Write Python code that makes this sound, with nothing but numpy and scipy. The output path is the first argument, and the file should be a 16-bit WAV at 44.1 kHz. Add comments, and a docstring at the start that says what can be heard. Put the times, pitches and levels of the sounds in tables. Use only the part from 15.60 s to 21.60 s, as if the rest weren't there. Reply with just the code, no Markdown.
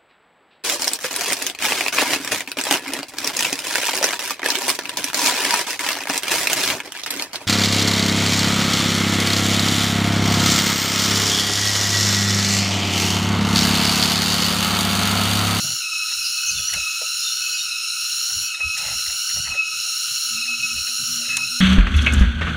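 """A cicada buzzes in a yard, near a bird cage: each phrase opens with a clear whistle and goes on as a
buzz that climbs in pitch, its overtones smeared by echoes in the trees. At the cage a hand moves
a plastic tub against the bars, so that both ring in knocks and the tub scrapes. The microphone is a
hand-held phone, rumbling with handling and puffs of air. A fly hums by; far off, birds chirp and coo
over the yard's low wash of noise, a faint hum and two thin insect-like bands."""
import sys
import numpy as np
from scipy import signal
from scipy.fft import rfft, irfft, next_fast_len
from scipy.io import wavfile
from scipy.ndimage import uniform_filter1d

SR = 44100
rng = np.random.default_rng(int(sys.argv[2]) if len(sys.argv) > 2 else 0)


def master(y):
    """Save y as 16-bit WAV."""
    cut = np.clip(np.atleast_2d(y).T, -1, 1)
    pcm = np.round(cut * 32767)  # scale
    wavfile.write(sys.argv[1], SR, pcm.astype(np.int16))


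N = 264820


def undb(db):
    """dB to gain."""
    return 10 ** (np.asarray(db) / 20)


def unit(x):
    """Scale to rms 1."""
    return x / np.sqrt(np.mean(np.abs(x) ** 2))


def add(track, s, x):
    """Mix a short sound in at s seconds."""
    i = int(s * SR)
    track[i:i + len(x)] += x[:N - i]


def coloured(points):
    """Noise of rms 1 with a spectrum through (frequency [Hz], relative density [dB]) points."""
    hz, db = np.transpose(points)
    size = next_fast_len(N, True)
    bin_hz = np.arange(1, size // 2 + 2) * SR / size
    gain = undb(np.interp(np.log(bin_hz), np.log(hz), db, -99, -99))
    return unit(irfft(rfft(rng.standard_normal(size)) * gain, size)[:N])


def wobble(width_hz, order=2, step=8):
    """Complex noise wandering within a bandwidth; on a carrier it smears a line into a band."""
    lowpass = signal.butter(order, width_hz / 2, fs=SR / step, output="sos")
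    lead, count = SR // (2 * step), N // step + 2
    white = rng.standard_normal(count + lead) + 1j * rng.standard_normal(count + lead)
    coarse = signal.sosfilt(lowpass, white)[lead:]
    return unit(np.interp(np.arange(N) / step, np.arange(count), coarse))


def carrier(hz):
    """Turning phasor at a moving frequency."""
    return np.sqrt(2) * np.exp(2j * np.pi * np.cumsum(hz) / SR)


def swells(table):
    """Sum of bell-shaped envelopes: (time [s], peak [dB], half-width to -20 dB [s])."""
    out = np.zeros(N)
    for s, db, half_width in table:
        offset = np.linspace(-2, 2, int(4 * SR * half_width))
        skip = max(int((2 * half_width - s) * SR) + 1, 0)
        add(out, s - 2 * half_width + skip / SR, undb(db - 20 * offset ** 2)[skip:])
    return out


def smear(x, length_s, decay_s):
    """Spread a sound in time over a tail of exponentially fading noise."""
    t = np.arange(int(length_s * SR)) / SR
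    response = unit(rng.standard_normal(len(t)) * np.exp(-t / decay_s)) / np.sqrt(len(t))
    return signal.fftconvolve(x, response)[:N]


def drone(table, octave_db):
    """A wavering low tone with a weak octave, fading in at the time of its first row."""
    t = np.arange(N) / SR
    times, *columns = np.transpose(table)
    hz, db = [np.interp(t, times, column) for column in columns]
    tone = carrier(hz) * (1 + 0.75 * wobble(16))
    gate = uniform_filter1d(1. * (t > times[0]), SR // 20)
    return gate * undb(db) * (tone + undb(octave_db) * tone ** 2).real


def bird(notes, rough, rasp_hz, echo_db):
    """Short gliding notes, raspy, with the echo trail of a distant call."""
    out, rasp = np.zeros(N), 1 + rough * wobble(rasp_hz)
    for s, length, start_hz, end_hz, db in notes:
        count, i = int(length * SR), int(s * SR)
        glide = rasp[i:i + count] * carrier(np.linspace(start_hz, end_hz, count))
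        add(out, s, undb(db) * np.sqrt(np.hanning(count)) * glide.real)
    return out + undb(echo_db) * smear(out, length_s=1 / 4, decay_s=0.097)


def yard_ambience(level_db=-66.5):
    """The bed of the place: a low, nearly steady wash of noise."""
    # spectrum of the yard: (frequency [Hz], relative density [dB])
    spectrum = [(15, -34), (25, 13), (48, -36), (139, 10), (363, 6.5), (500, 6), (919, 0.5), (1060, -13),
                (1150, -34), (1500, -19), (2530, -120)]
    return undb(level_db + 0.6 * wobble(9).real) * coloured(spectrum)


def faint_hum():
    """A low tone that sinks into the background after about a second."""
    # course of the hum: (time [s], pitch [Hz], level [dB])
    course = [(0, 299, -58), (.5, 292, -73), (1.1, 289, -70), (1.2, 290, -81)]
    return drone(course, octave_db=-38)


def far_insects():
    """Thin bands of steady pitch, likely farther insects, each swelling on its own."""
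    # narrow bands: (centre [Hz], width [Hz], level [dB])
    bands = [(1294, 34, -48.5), (2267, 40, -58)]
    return sum(undb(db + 3.9 * wobble(5.5).real) * (wobble(width) * carrier(np.full(N, hz))).real
               for hz, width, db in bands)


def far_coos():
    """Faint held notes, perhaps doves a long way off."""
    # low calls: (time [s], length [s], start pitch [Hz], end pitch [Hz], level [dB])
    coos = [(1.74, 0.074, 496, 512, -65), (1.83, 0.15, 504, 522, -61.5), (2.76, 0.1, 950, 940, -62),
            (4.04, 0.32, 526, 486, -61), (4.24, 0.068, 733, 700, -60), (4.86, 0.081, 770, 780, -62),
            (5.16, 0.21, 499, 498, -64), (5.27, .08, 703, 690, -62), (5.55, 0.17, 603, 603, -57),
            (5.55, 0.25, 479, 491, -64)]
    return bird(coos, rough=1, rasp_hz=66, echo_db=-13)


def far_chirps():
    """A distant bird's high notes reach the microphone with plenty of echo."""
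    # high calls: (time [s], length [s], start pitch [Hz], end pitch [Hz], level [dB])
    chirps = [(.61, 0.1, 5110, 5080, -30.5), (.64, .03, 4900, 4600, -30), (.858, 0.025, 5950, 6470, -27.5),
              (.875, 0.037, 6370, 6300, -26), (0.88, 0.025, 6000, 6070, -30), (.9, 0.034, 4900, 4780, -34),
              (.94, 0.076, 3710, 3320, -34.5), (1.065, 0.034, 5810, 5840, -25.5),
              (1.58, .06, 5200, 5000, -36), (1.623, 0.1, 3720, 3580, -30), (1.91, 0.074, 4980, 4760, -33),
              (1.976, 0.068, 3710, 3830, -34), (2.94, 0.022, 3830, 3700, -34)]
    return bird(chirps, rough=0.67, rasp_hz=150, echo_db=-3.5)


def fly():
    """Beating wings hum past the microphone near the end."""
    # the fly's pass: (time [s], wing beat [Hz], level [dB])
    flight = [(4.63, 232, -58), (4.76, 230, -49.5), (4.88, 239, -51), (5.155, 237.6, -48.5),
              (5.18, 235, -69), (5.36, 239, -55), (5.44, 238, -47), (5.88, 245, -51.5), (6.0, 246, -48)]
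    return drone(flight, octave_db=-37)


def handling_rumble(floor_db=-70.5):
    """The hand and puffs of air bump the phone; a deep and an upper noise share each bump's power."""
    # bumps at the microphone: (time [s], peak [dB], half-width [s], deep share [0-1])
    bumps = [(0.052, -39.5, 0.03, 0), (0.12, -42, 0.069, .03), (0.596, -55, 0.042, 1),
             (0.969, -37.5, 0.084, .9), (1.17, -38.5, .065, 0.93), (2.788, -41.5, .08, 0.93),
             (3.062, -38, 0.053, 1), (3.195, -54, 0.1, .6), (3.32, -41.5, 0.1, 0.8), (3.5, -51, 0.087, 1),
             (3.793, -40.5, 0.085, 0.78), (3.917, -37.5, 0.043, 0.78), (4.18, -63, .08, .6),
             (4.51, -55, 0.067, 0), (4.757, -52, 0.083, 0.2), (5.03, -53, .12, 0.1),
             (5.174, -37.5, 0.057, .85), (5.43, -45, 0.046, 0.04), (5.53, -45.5, .07, .1),
             (5.8, -49.5, 0.19, 0.12)]
    # spectra of the deep and the upper part: (frequency [Hz], relative density [dB])
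    deep_spectrum = [(22, -40), (36, -4), (50, -2.5), (70, 3), (90, -2), (130, -18)]
    upper_spectrum = [(60, -54), (90, -3), (130, 1.5), (190, -4.5), (270, -17.5), (450, -28)]
    s, db, half_width, share = np.transpose(bumps)
    share = np.clip(share, .01, .98)
    deep = swells(zip(s, db + 20 * np.log10(share), half_width)) + 0.42 * undb(floor_db)
    upper = swells(zip(s, db + 10 * np.log10(1 - share ** 2), half_width)) + undb(floor_db)
    return deep * coloured(deep_spectrum) + upper * coloured(upper_spectrum)


def tub_scrapes():
    """The tub drags along the bars: rough noise in soft-edged strokes."""
    # drags: (time [s], length [s], level [dB])
    drags = [(0.033, 0.15, -51), (1.122, 0.12, -47), (2.963, 0.1, -47), (3.148, 0.23, -38.5),
             (3.445, 0.15, -49), (3.735, 0.078, -47), (3.818, 0.2, -44.5), (5.64, 0.34, -55)]
    # spectrum of plastic rubbing on the bars: (frequency [Hz], relative density [dB])
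    spectrum = [(400, -37), (500, -2), (800, 2), (1200, -8), (2000, 2.5), (3000, -4), (6000, -16),
                (9000, -11), (11000, -40)]
    strokes = np.zeros(N)
    for s, length, db in drags:
        add(strokes, s, undb(db) * np.sqrt(np.hanning(int(length * SR))))
    return strokes * undb(1.4 * wobble(49).real) * coloured(spectrum)


def strike(track, s, peak_db, modes, contact_s, low_cut_hz):
    """Mix in one contact: a soft, rough push sets damped modes ringing."""
    age = np.arange(SR // 8) / SR / contact_s
    low_cut = signal.butter(4, low_cut_hz, "high", fs=SR, output="sos")
    force = signal.sosfilt(low_cut, rng.standard_normal(len(age)) * age * np.exp(-age))
    ring = np.zeros(len(age))
    for hz, db, t60 in modes:
        pole = np.exp((2j * np.pi * hz - np.log(1000) / t60) / SR)
        ring += undb(db) * signal.lfilter([1], [1, -pole], force).imag
    add(track, s - .004, ring * undb(peak_db) / np.abs(signal.hilbert(ring)).max())


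def cage_knocks(knock_s=0.0061, tick_s=0.0074, fall_db_per_octave=48):
    """Tub and bars ring together; where a knock lands favours the tub's modes near one pitch."""
    # tub against bars: (time [s], tub peak [dB], favoured pitch [Hz], bars peak [dB])
    knocks = [(.042, -39, 690, -42), (.074, -42, 800, -51), (.106, -41.5, 573, -42.5),
              (.515, -45, 900, -34), (.992, -47, 506, -40), (1.132, -40, 724, -23.5),
              (1.145, -35, 800, -24), (1.167, -39, 620, -56), (1.415, -28, 540, -40),
              (2.704, -45, 886, -38), (3.004, -40, 740, -33), (3.228, -38, 830, -43),
              (3.278, -35, 1080, -32), (3.31, -35, 690, -55), (3.39, -47, 618, -41),
              (3.499, -42, 644, -32.5), (3.765, -38, 613, -36), (3.872, -38, 955, -26.5),
              (3.915, -38, 1100, -47), (3.943, -35, 560, -32.5), (5.166, -46, 501, -45),
              (5.652, -60, 630, -32), (5.772, -35, 1040, -29), (5.799, -43, 1030, -49)]
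    # contacts that ring the bars alone: (time [s], peak [dB])
    ticks = [(.492, -37), (1.086, -30), (2.945, -33), (3.169, -30), (3.461, -29), (3.697, -29.5),
             (3.848, -33), (4.855, -36), (5.273, -33), (5.69, -27), (5.719, -29), (5.749, -30)]
    # modes of the tub and of the bars: (frequency [Hz], relative gain [dB], t60 [s])
    tub_modes = [(517, -14, .035), (575, 12, 0.042), (632, 4.5, 0.097), (707, 6, 0.069), (800, 3, .035),
                 (873, 14, 0.073), (963, 11, 0.056), (1053, 13, 0.049)]
    bar_modes = [(1510, -42, .025), (1787, 46.5, 0.011), (1970, 57, 0.0094), (2240, 15, 0.075),
                 (2400, -23, .025), (3300, -32, .02)]
    out = np.zeros(N)

    def strike_bars(s, db, contact_s):
        """Each contact rings the bars' modes in a new balance."""
        modes = [(hz, gain + 3 * rng.standard_normal(), t60) for hz, gain, t60 in bar_modes]
        strike(out, s, db, modes, contact_s, low_cut_hz=1300)

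    for s, tub_db, favoured_hz, bars_db in knocks:
        modes = [(hz, gain - fall_db_per_octave * abs(np.log2(hz / favoured_hz)), t60)
                 for hz, gain, t60 in tub_modes]
        strike(out, s, tub_db, modes, knock_s, low_cut_hz=440)
        strike_bars(s, bars_db, knock_s)
    for s, db in ticks:
        strike_bars(s, db, tick_s)
    return out


def dry_snaps():
    """Brief bursts of bright noise among the knocks."""
    # snaps: (time [s], peak [dB], length [s])
    snaps = [(1.136, -14, .006), (3.175, -19, .02), (5.7686, -6.5, .0013), (5.7704, -7, .0036)]
    out, t = np.zeros(N), np.arange(SR // 8) / SR
    band = signal.butter(3, [2100, 10500], "band", fs=SR, output="sos")
    for s, db, length in snaps:
        burst = signal.sosfilt(band, rng.standard_normal(len(t)) * np.exp(-(t / length) ** 3))
        add(out, s, undb(db) * burst / np.abs(burst).max())
    return out


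def cicada_whistle(trail_db=-16.5, trail_s=.15, sharp_share=.012, settle_s=.1):
    """Runs of pips that start sharp and settle; each partial is a line plus its wavering echoes."""
    # partials of the whistle: (frequency [Hz], relative level [dB], roughness [0-1])
    partials = [(1287, -18, 0.85), (2575, 0.87, 0.57), (3590, -38, 0.3)]
    # pips: (time [s], peak [dB], half-width [s])
    pips = [(0.258, -32, 0.041), (0.355, -25, 0.049), (0.417, -27, 0.032), (0.489, -41, 0.018),
            (0.612, -32.5, 0.036), (0.81, -42, 0.079), (0.842, -34, 0.16), (0.898, -31, 0.0087),
            (0.987, -29, 0.011), (1.195, -29, 0.068), (1.274, -22, 0.017), (1.33, -37.5, 0.075),
            (1.485, -42, 0.15), (1.82, -32, 0.055), (1.88, -27.5, 0.034), (1.96, -33.3, 0.064),
            (2.101, -40, 0.093), (2.19, -38, 0.103), (2.401, -40.0, 0.14), (2.9, -32, 0.088),
            (2.947, -27.5, 0.012), (3.029, -23, 0.032), (3.106, -25.5, 0.059), (3.207, -34, 0.023),
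            (3.346, -49, 0.128), (3.846, -39, 0.031), (3.914, -26.5, 0.038), (4.003, -20, 0.051),
            (4.095, -38.6, 0.091), (4.252, -33, 0.016), (4.807, -31.5, 0.075), (4.909, -25.9, 0.063),
            (5.035, -25.5, 0.049), (5.113, -27, 0.02), (5.177, -33, 0.02), (5.279, -37, 0.024),
            (5.729, -24, 0.063), (5.822, -21.5, 0.035), (5.957, -36.3, 0.02)]
    # start of each run of pips: (time [s])
    run_starts = [-.3, .22, .74, 1.14, 1.78, 2.08, 2.86, 3.83, 4.75, 5.65]
    direct = swells(pips)
    trail = signal.lfilter([20 / SR], [1, -np.exp(-1 / (trail_s * SR))], direct)  # fading echo
    out, t = np.zeros(N), np.arange(N) / SR
    age = t - np.array(run_starts)[np.searchsorted(run_starts, t) - 1]
    pitch = 1 + sharp_share * (np.exp(-age / settle_s) - .3) + 0.00199 * wobble(3.91).real
    for hz, db, rough in partials:
        waver = np.sqrt(1 - rough ** 2) + rough * wobble(48)
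        out += undb(db) * (waver * carrier(hz * pitch)).real
    return (direct + undb(trail_db) * trail) * out


def buzz_pitch(middle_s=.45):
    """Pitch ratio of the buzz: it climbs through each phrase, passing 1 at the age middle_s."""
    # per phrase: start (time [s]) and climb (pitch rise [share per s])
    starts = [-.7, .2, 1.15, 2.06, 2.91, 3.92, 4.74, 5.63]
    climbs = [.06, .065, .065, .075, .05, .052, .045, .06]
    t = np.arange(N) / SR
    phrase = np.searchsorted(starts, t) - 1
    age = t - np.array(starts)[phrase]
    return uniform_filter1d(1 + np.array(climbs)[phrase] * (age - middle_s), SR // 16)


def buzz_levels(full_db=-25, treble_db=-6.5):
    """Buzz level and treble offset in dB: both sink as a phrase opens, then ease back."""
    # lulls: (weakest at [s], fall [s], recovery [s], depth [dB], further treble depth [dB])
    lulls = [(0.281, 0.19, 0.24, 4, 3.9), (1.34, 0.7, 0.18, 3, 2.3), (2.14, 0.51, 0.21, 3.5, 3.5),
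             (2.99, 0.15, 0.16, 10.5, 6), (4.02, 0.24, 0.091, 10, 10), (4.96, 0.33, 0.22, 4, 4.5),
             (5.76, 0.21, 0.2, 4.5, 3.5)]
    weakest, fall, recovery, depth_db, treble_depth_db = np.transpose(lulls)
    t = np.arange(N) / SR
    since = t[::64, None] - weakest
    lull = np.where(since < 0, np.clip(1 + since / fall, 0, 1), np.exp(-np.abs(since) / recovery))
    return (full_db - np.interp(t, t[::64], lull @ depth_db),
            treble_db - np.interp(t, t[::64], lull @ treble_depth_db))


def cicada_buzz(throb_hz=112, hiss_db=-7.5, hiss_sway_db=2.2):
    """Overtones that echoes in the trees smear into bands; all climb together and throb lightly."""
    # bands of the buzz: (centre [Hz], width [Hz], relative level [dB], share of the swells [ratio])
    overtones = [(1339, 96, -23.5, 0.4), (1446, 132, -18, 0.43), (2791, 320, -7.5, 0.18),
                 (4174, 443, -4.5, 1.01), (5510, 524, -4, 1.01), (6740, 570, -9, 1), (8480, 1430, -9, 0.14),
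                 (9626, 690, -5, 0.33), (10800, 780, -6, 0.4), (12160, 310, -14, 1.01),
                 (13900, 510, -19.5, 1.01), (15300, 660, -16, 1.01)]
    # hiss between the overtones: (frequency [Hz], relative density [dB])
    hiss_spectrum = [(1050, -29.5), (1250, -7.5), (1850, -16), (2300, -16), (3300, -5.5), (5000, -4.5),
                     (7000, 2.5), (8000, -20.5), (11500, -10.5), (16000, -20)]
    pitch = buzz_pitch()
    level_db, treble_db = buzz_levels()
    mean_db = level_db.mean()
    throb = 1 + 0.058 * (wobble(21) * carrier(np.full(N, throb_hz))).real
    out = undb(level_db + hiss_db + hiss_sway_db * wobble(4.3).real) * coloured(hiss_spectrum)
    for hz, width_hz, db, share in overtones:
        flicker_db = 1.2 * wobble(34).real
        gain_db = db + mean_db + share * (level_db - mean_db) + (hz > 8000) * treble_db + flicker_db
        band = wobble(width_hz, order=3 if hz < 2000 else 2) + 0.63 * wobble(width_hz / 2.25)
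        out += undb(gain_db) * (band * carrier(hz * pitch)).real
    out *= throb
    # a short smear gives the buzz a fine, uneven, stranded texture
    return 0.84 * out + 0.33 * smear(out, length_s=1 / 8, decay_s=0.032)


def scene():
    """The whole yard reaches one microphone, the same in both channels."""
    background = yard_ambience() + faint_hum() + far_insects() + far_coos() + far_chirps()
    at_microphone = fly() + handling_rumble()
    at_cage = tub_scrapes() + cage_knocks() + dry_snaps()
    mono = background + at_microphone + at_cage + cicada_whistle() + cicada_buzz()
    return np.array([mono, mono])


def record(dry, top_hz=15750):
    """The recorder cuts the highest treble steeply."""
    return signal.sosfilt(signal.ellip(10, .2, 80, top_hz, fs=SR, output="sos"), dry)


dry = scene()
out = record(dry)
master(out)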